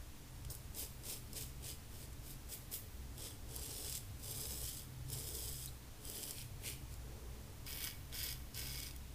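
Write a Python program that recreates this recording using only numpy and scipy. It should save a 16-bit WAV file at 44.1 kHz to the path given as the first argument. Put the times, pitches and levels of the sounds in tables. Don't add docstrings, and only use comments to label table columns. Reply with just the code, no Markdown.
import sys
import numpy as np
from scipy import signal
from scipy.fft import rfft, irfft, next_fast_len
from scipy.io import wavfile
from scipy.ndimage import map_coordinates

SR = 44100
rng = np.random.default_rng(int(sys.argv[2]) if len(sys.argv) > 2 else 0)


def unload_wav(signal):
    wavfile.write(
        sys.argv[1],
        SR,
        np.round(np.clip(np.atleast_2d(signal).T, -1, 1) * 32767).astype(np.int16),
    )


N = 403074
T = np.arange(N) / SR

# frequency in Hz, side relative to mid in dB.
STEREO_WIDTH = [(25, -14.5), (60, -28.5), (130, -21.5), (300, -18.5), (600, -18), (1200, -13), (2500, -29),
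                (6000, -22.5), (10000, -18.5), (14000, -33)]
# frequency in Hz, relative level in dB.
PULL_SPECTRUM = [(1200, -18), (2000, -15), (2700, -11.5), (3200, -3), (4100, -6), (5100, -3), (6100, -1.5),
                 (7300, -1.5), (7600, 4.5), (9100, 2.5), (10400, 1.5), (11700, 0.5), (13000, 0.5),
                 (14600, -0.8)]
# frequency in Hz, width in Hz, lift in dB.
NECK_MODES = [(2350, 200, 3), (5080, 600, 7.5)]
# start, length and bite-in time in seconds; level, swell from start to end,
# mid-stroke arch, relative low rasp, relative sharp top and arm rub, all in dB; kind of stroke.
RAZOR_STROKES = [ (0.502, 0.04, 0.006, -52, -5, 0.5, -20, 0, -62.5, "flick"),
                 (0.75, 0.086, 0.059, -45, -2.5, 0.5, -13.5, -1.5, -58, "flick"),
                 (1.04, 0.093, 0.073, -45.5, -0.5, 2, -11.5, -3.5, -57.5, "flick"),
                 (1.331, 0.101, 0.045, -48, 1.5, 1.5, -11, -4.5, -60.5, "flick"),
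                 (1.616, 0.094, 0.048, -51.5, 3.5, 3, -10.5, -6, -62.5, "flick"),
                 (1.895, 0.14, 0.07, -58, 2, 0, -10, -3.5, -66, "flick"),
                 (2.218, 0.092, 0.05, -56, 7.5, -1, -12, -1.5, -72, "flick"),
                 (2.489, 0.053, 0.07, -47.5, 1.5, 1.5, -12, 0, -62, "flick"),
                 (2.715, 0.036, 0.026, -46.5, -0.5, 0, -11.5, 4.5, -63, "flick"),
                 (3.171, 0.13, 0.073, -50, -5, 2, -9.5, -3, -59.5, "pull"),
                 (3.472, 0.49, 0.085, -49, 7, 0.4, -11.5, -2, -61, "pull"),
                 (4.201, 0.59, 0.13, -48.5, -2.5, 1.2, -13, 0, -60.5, "pull"),
                 (5.074, 0.59, 0.06, -50.4, -1.5, 2.6, -12.8, 0, -62, "pull"),
                 (6.011, 0.3, 0.085, -52.5, 4, 1.5, -9.5, 3, -61, "pull"),
                 (6.328, 0.089, 0.082, -50.5, -8, -1, -4, -1, -72, "jaw"),
                 (6.622, 0.081, 0.074, -48.5, 1, 2, -2.5, 0, -58.5, "jaw"),
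                 (6.886, 0.049, 0.06, -62, -2, 2, -11, 0, -76, "jaw"),
                 (7.662, 0.21, 0.011, -49.5, 6.5, -2.5, -3.5, 6, -65.5, "chin"),
                 (8.121, 0.19, 0.03, -49, 3.5, 3.5, -7.5, 1.5, -65, "chin"),
                 (8.543, 0.326, 0.036, -48.5, -5, -1, -8.5, 1, -66.5, "chin"), ]


def amp(db):
    return 10 ** (np.asarray(db) / 20)


def unit(x):
    return x / np.sqrt(np.mean(x ** 2) + 1e-20)


def along(points, hz):
    freqs, values = np.transpose(points)
    return np.interp(np.log(hz + 1), np.log(freqs + 1), values)


def wobble(rate):
    return map_coordinates(rng.standard_normal(int(N * rate / SR) + 4), [T * rate])


def lowpass(hz, corner_hz, order):
    return 1 / (1 + (hz / corner_hz) ** order)


def filtered(x, response):
    size = next_fast_len(N + SR // 2)
    return irfft(rfft(x, size) * response(np.fft.rfftfreq(size, 1 / SR)), size)[..., :N]


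def coloured_noise(response):
    def mid_and_side(hz):
        return response(hz) * np.array([np.ones(len(hz)), amp(along(STEREO_WIDTH, hz))])
    mid, side = filtered(rng.standard_normal((2, N)), mid_and_side)
    return unit(np.array([mid + side, mid - side]))


def ventilation(low_trim_db=-0.1, high_trim_db=-0.4, duct_db=-68, hiss_db=-54):
    # time in seconds, low and upper drone levels in dB before trim.
    wavering = [(0.0, -46, -67), (0.16, -61, -61.5), (0.48, -50, -55.6), (0.96, -60, -57.2),
                (1.92, -49.5, -58), (2.4, -59, -59), (3.03, -52.5, -60), (3.19, -51, -56.5),
                (5.11, -56, -53), (6.23, -62, -60), (6.55, -54, -50), (7.18, -56.5, -60.5),
                (7.5, -56.4, -55.5), (9.14, -53.1, -57.5)]
    # frequency in Hz, width in Hz, relative level in dB.
    low_modes = [(61, 3.9, -2), (71.8, 14, -16.5)]
    high_modes = [(101.3, 20, -4.5), (130.4, 11.5, -2.5)]
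    duct_modes = [(212.4, 10.8, 4.5), (236, 15, -8), (276, 12, -1.5), (295.5, 15, -0.5), (427, 8.4, -20.5)]
    # frequency in Hz, relative level in dB.
    hiss_spectrum = [(12, -2), (28, 0.5), (44, -3.5), (100, -8.5), (170, -15.5), (300, -17.5), (450, -25.5),
                     (650, -24.5), (1000, -25.5), (1400, -28), (3000, -29.5), (6000, -30.5), (15000, -33.5)]

    def hum(modes):
        return coloured_noise(
            lambda f: sum(amp(db) / (1 + (2 * (f - hz) / width) ** 2) for hz, width, db in modes))
    times, low_db, high_db = np.transpose(wavering)
    low = amp(np.interp(T, times, low_db) + low_trim_db) * hum(low_modes)
    high = amp(np.interp(T, times, high_db) + high_trim_db) * hum(high_modes)
    duct = amp(duct_db) * hum(duct_modes)
    hiss = amp(hiss_db) * coloured_noise(lambda f: amp(along(hiss_spectrum, f)))
    return low + high + duct + hiss


def resonator(spectrum, modes):
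    def response(f):
        lift_db = sum(db / (1 + (2 * (f - hz) / width) ** 2) for hz, width, db in modes)
        cepstrum = irfft(np.log(amp(along(spectrum, f) + lift_db)))
        half = len(cepstrum) // 2
        causal = np.concatenate([cepstrum[:1], 2 * cepstrum[1:half], np.zeros(half)])
        return np.exp(rfft(causal))
    return response


def ring_head(force, head, split_hz=3900, lowest_hz=900):
    ring = filtered(force, lambda f: head(f) * (1 - lowpass(f, lowest_hz, 4)))
    rasp = filtered(ring, lambda f: lowpass(f, split_hz, 10))
    return ring - rasp, rasp


def snaps(trim_db=-2.5, body_db=-3, rasp_db=-2, top_db=5, top_hz=9500):
    # time in seconds, strength in dB, relative rasp and sharp top in dB.
    contacts = [(0.4494, -35, -14, -18), (0.5, -40, -21, -13), (0.503, -30.5, -25, -13),
                (0.551, -36, -27, -5), (0.7482, -35, -24, -20), (1.0365, -37, -24, -16),
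                (1.3314, -35, -22, -7), (1.3673, -30.5, -32, -16), (2.1301, -46, -18, -4),
                (2.7182, -39, -25, -8), (3.18, -38.5, -17, -5), (3.4915, -45, -18, -9),
                (3.563, -31.5, -25, -3), (3.897, -28, -26, -13), (4.312, -40, -25, 1),
                (4.4554, -31, -10, -17), (5.1017, -35, -29, -3), (5.3512, -27, -24, -14),
                (5.659, -34, -25, -2), (6.0525, -33, -27, -10), (6.099, -35, -22, 2),
                (6.2308, -30.5, -13, -13), (6.238, -30, -13, -16), (6.3089, -27, -28, -10),
                (6.384, -36, -4, -14), (6.416, -37, -9, -14), (6.9406, -39, -22, -10),
                (7.6662, -37, -12, -11), (7.707, -33, -16, -9), (7.7285, -31, -23, -12),
                (7.8416, -26.5, -22, -13), (7.8475, -29, -20, -14), (8.1276, -39, -3, -17),
                (8.151, -39, -3, -16), (8.1946, -39, -16, -10), (8.2172, -36, -18, -12),
                (8.2405, -27, -21, -15), (8.2893, -33, -21, -16), (8.326, -32, -24, -9),
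                (8.546, -33.5, -19, -21), (8.5939, -35, -20, -7), (8.8024, -30.5, -11, -18),
                (8.8326, -31, -8, -16), (8.9096, -37, -10, -27), (8.963, -39, -17.5, -4)]
    crack_decay_s, rattle_decay_s, rattle_db = 0.0005, 0.004, -9
    t = np.arange(SR // 50) / SR
    envelope = np.exp(-t / crack_decay_s) + amp(rattle_db) * np.exp(-t / rattle_decay_s)
    blows = np.zeros((3, N + SR))
    for start, db, coarse_db, sharp_db in contacts:
        crack = amp(db + trim_db) * envelope * rng.choice([-1, 1], len(t))
        band_gains = amp([[body_db], [top_db + sharp_db], [rasp_db + coarse_db]])
        blows[:, round(start * SR):][:, :len(t)] += band_gains * crack
    head = resonator(PULL_SPECTRUM, NECK_MODES)
    hiss, rasp = ring_head(blows[:, :N], head)
    hiss_gain, rasp_gain = np.std(ring_head(rng.standard_normal(N), head), axis=1)
    body = filtered(hiss[0], lambda f: lowpass(f, top_hz, 6))
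    top = filtered(hiss[1], lambda f: 1 - lowpass(f, top_hz, 6))
    return (body + top) / hiss_gain + rasp[2] / rasp_gain


def hand_echoes(x, delays_s=(0.0007, 0.0016), drift=0.12, echo_db=-16):
    echoes = [map_coordinates(x, [(T - delay * np.exp(drift * wobble(2))) * SR]) for delay in delays_s]
    return x + amp(echo_db) * sum(echoes)


def bathroom(x, wet_db=-12, delay_samples=130):
    # frequency in Hz, time to fall 60 dB in seconds.
    reverb_times = [(300, 0.57), (2000, 1), (6000, 0.28), (15000, 1)]
    hz, t, spectra = signal.stft(rng.standard_normal((2, SR // 2)), SR, nperseg=256)
    decay = amp(-60 * t / along(reverb_times, hz)[:, None])
    tail = signal.istft(spectra * decay, SR, nperseg=256)[1]
    tail = np.pad(tail / np.linalg.norm(tail[0]), ((0, 0), (delay_samples, 0)))
    mid, side = signal.fftconvolve(x[None], tail, axes=1)[:, :N]
    side = filtered(side, lambda f: amp(along(STEREO_WIDTH, f)))
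    return x + amp(wet_db) * (mid + np.array([side, -side]))


def movement(start, length, rise, fall_db_per_s, swell_db, arch_db, touch_db=-13.5):
    t = T - start
    progress = np.clip(t / length, 0, 1)
    ease_db = touch_db * np.clip(1 - t / rise, 0, 4) ** 2
    hold_db = swell_db * (progress - 0.5) + arch_db * (1 - (2 * progress - 1) ** 2)
    return amp(ease_db + hold_db - fall_db_per_s * np.clip(t - length, 0, 1))


def arm_rustle(lead_s=0.017, longest_push_s=0.44, flutter_db=1.2, idle_db=-71):
    # frequency in Hz, relative level in dB.
    rub_spectrum = [(120, -42.5), (230, -6.5), (330, -3.5), (450, -2), (620, -10.5), (900, -11.5),
                    (1400, -22), (3000, -29.5)]
    # frequency in Hz, width in Hz, lift in dB.
    room_modes = [(422, 18, 3), (439, 24, 4.5), (474, 6.8, 1), (498, 17, -1), (580, 22, 7)]
    # start, length and rise in seconds, rub in dB.
    grip_change = (7, 0.47, .04, -63.5)
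    pushes = [(start - lead_s, min(length, longest_push_s), bite, rub_db)
              for start, length, bite, *_, rub_db, _ in RAZOR_STROKES]
    power = sum((amp(db) * movement(start, length, rise, fall_db_per_s=150, swell_db=-1, arch_db=1)) ** 2
                for start, length, rise, db in pushes + [grip_change])
    level = np.sqrt(power + amp(idle_db) ** 2) * amp(flutter_db * wobble(35))
    return level * coloured_noise(resonator(rub_spectrum, room_modes))


def whiskers(per_s, spread_db, decay_s, smear_db, tick_db):
    count = int(per_s * N / SR)
    onsets = ((np.arange(count) + rng.uniform(0, 2, count)) * N / (count + 2)).astype(int)
    sizes = amp(spread_db * np.clip(rng.standard_normal(count), -2, 1.5))
    energy = signal.lfilter([1], [1, -np.exp(-2 / (decay_s * SR))], np.bincount(onsets, sizes ** 2, N))
    tearing = unit(np.sqrt(energy) * rng.standard_normal(N))
    ticks = unit(np.bincount(onsets, sizes * rng.choice([-1, 1], count), N))
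    lather = amp(smear_db) * rng.standard_normal(N)
    return tearing + amp(tick_db) * ticks + lather


def stubble(per_s, spread_db, decay_s, smear_db, tick_db, patchy_db, crossover_hz=9500):
    thick = whiskers(per_s, spread_db, decay_s, smear_db, tick_db)
    thin = whiskers(per_s, spread_db + 3.5, decay_s, smear_db - 0.5, tick_db)
    dull = filtered(thick, lambda f: lowpass(f, crossover_hz, 4) ** 0.5)
    sharp = filtered(thin, lambda f: (1 - lowpass(f, crossover_hz, 4)) ** 0.5)
    return (dull + sharp) * amp(patchy_db * wobble(45))


def scrape(kind, head, cuts, hiss_db, rasp_db, drift, drift_rate=7, top_hz=10500, lift_db_per_s=261):
    body_gain, rasp_gain, top_gain = np.zeros((3, N))
    for start, length, bite, db, swell_db, arch_db, coarse_db, sharp_db, _, stroke_kind in RAZOR_STROKES:
        if stroke_kind == kind:
            cutting = amp(db) * movement(start, length, bite, lift_db_per_s, swell_db, arch_db)
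            body_gain += cutting
            rasp_gain += amp(coarse_db) * cutting
            top_gain += amp(sharp_db) * cutting
    warped_samples = (T + drift / drift_rate * wobble(drift_rate)) * SR
    hiss, rasp = (unit(map_coordinates(band, [warped_samples], order=5, mode="mirror"))
                  for band in ring_head(cuts, head))
    body = filtered(hiss, lambda f: lowpass(f, top_hz, 10))
    top = hiss - body
    return amp(hiss_db) * (body_gain * body + top_gain * top) + amp(rasp_db) * rasp_gain * rasp


def shaving():
    # frequency in Hz, relative level in dB.
    flick_spectrum = [(1200, -20), (2000, -9.5), (2700, -7), (3100, -1.5), (4100, -3), (5100, -3),
                      (6200, -1), (7300, 2), (7700, 4), (9000, 4.5), (10500, 1.5), (11800, 5.5),
                      (13000, 2.5), (14600, 4)]
    jaw_spectrum = [(1200, -19), (1800, -9), (2250, 4), (2700, -1), (3300, 3.5), (3800, -4), (4600, -0.5),
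                    (6200, -3.5), (9000, 1.5), (12000, -1.5), (14600, -3)]
    chin_spectrum = [(1000, -6), (1500, -11), (2200, -3.5), (3300, -1.5), (3800, -4.5), (4900, 2),
                     (5600, 1), (7100, -3), (7700, -2), (9100, .5), (10600, -5), (11900, 2.5), (13000, -4),
                     (14800, -1.5)]
    # frequency in Hz, width in Hz, lift in dB.
    jaw_modes = [(1620, 150, 2), (2430, 380, 2.6), (5130, 450, 2.9)]
    chin_modes = [(1535, 110, 9.6), (1910, 120, 7.4), (2225, 70, 12.5), (2900, 130, 2.3), (3360, 360, 5.6),
                  (4970, 420, 6.5)]
    fine = stubble(per_s=650, spread_db=4.5, decay_s=0.0017, smear_db=-2.5, tick_db=-16.5, patchy_db=0.9)
    medium = stubble(per_s=480, spread_db=5, decay_s=0.0023, smear_db=-2.5, tick_db=-13, patchy_db=1.1)
    stiff = stubble(per_s=280, spread_db=2.5, decay_s=0.0028, smear_db=-3.5, tick_db=-10, patchy_db=0.54)
    flicks = scrape("flick", resonator(flick_spectrum, NECK_MODES), fine,
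                    hiss_db=2.1, rasp_db=-0.7, drift=0.012)
    pulls = scrape("pull", resonator(PULL_SPECTRUM, NECK_MODES), medium,
                   hiss_db=0.16, rasp_db=-1, drift=0.011)
    jaw = scrape("jaw", resonator(jaw_spectrum, jaw_modes), fine, hiss_db=1.5, rasp_db=-2.5, drift=0.008)
    chin = scrape("chin", resonator(chin_spectrum, chin_modes), stiff, hiss_db=0, rasp_db=0.5, drift=0.005)
    return flicks + pulls + jaw + chin


def squeaks(attack_s=0.001, decay_s=0.0037, trim_db=1, roughness_rad=0.8):
    # start in seconds, strength in dB, frequency in Hz.
    slips = [(5.675, -41.5, 4080), (5.684, -47, 4020)]
    out = np.zeros(N)
    t = np.arange(SR // 20) / SR
    envelope = np.exp(-t / decay_s) * (1 - np.exp(-t / attack_s))
    for start, db, hz in slips:
        phase = 2 * np.pi * hz * t + roughness_rad * wobble(700)[:len(t)]
        out[round(start * SR):][:len(t)] += amp(db + trim_db) * np.sin(phase) * envelope
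    return out


def scene():
    razor = hand_echoes(shaving() + snaps() + squeaks())
    return bathroom(razor) + arm_rustle() + ventilation()


def record(dry):
    return filtered(dry, lambda hz: hz < 15500)


dry = scene()
out = record(dry)
unload_wav(out)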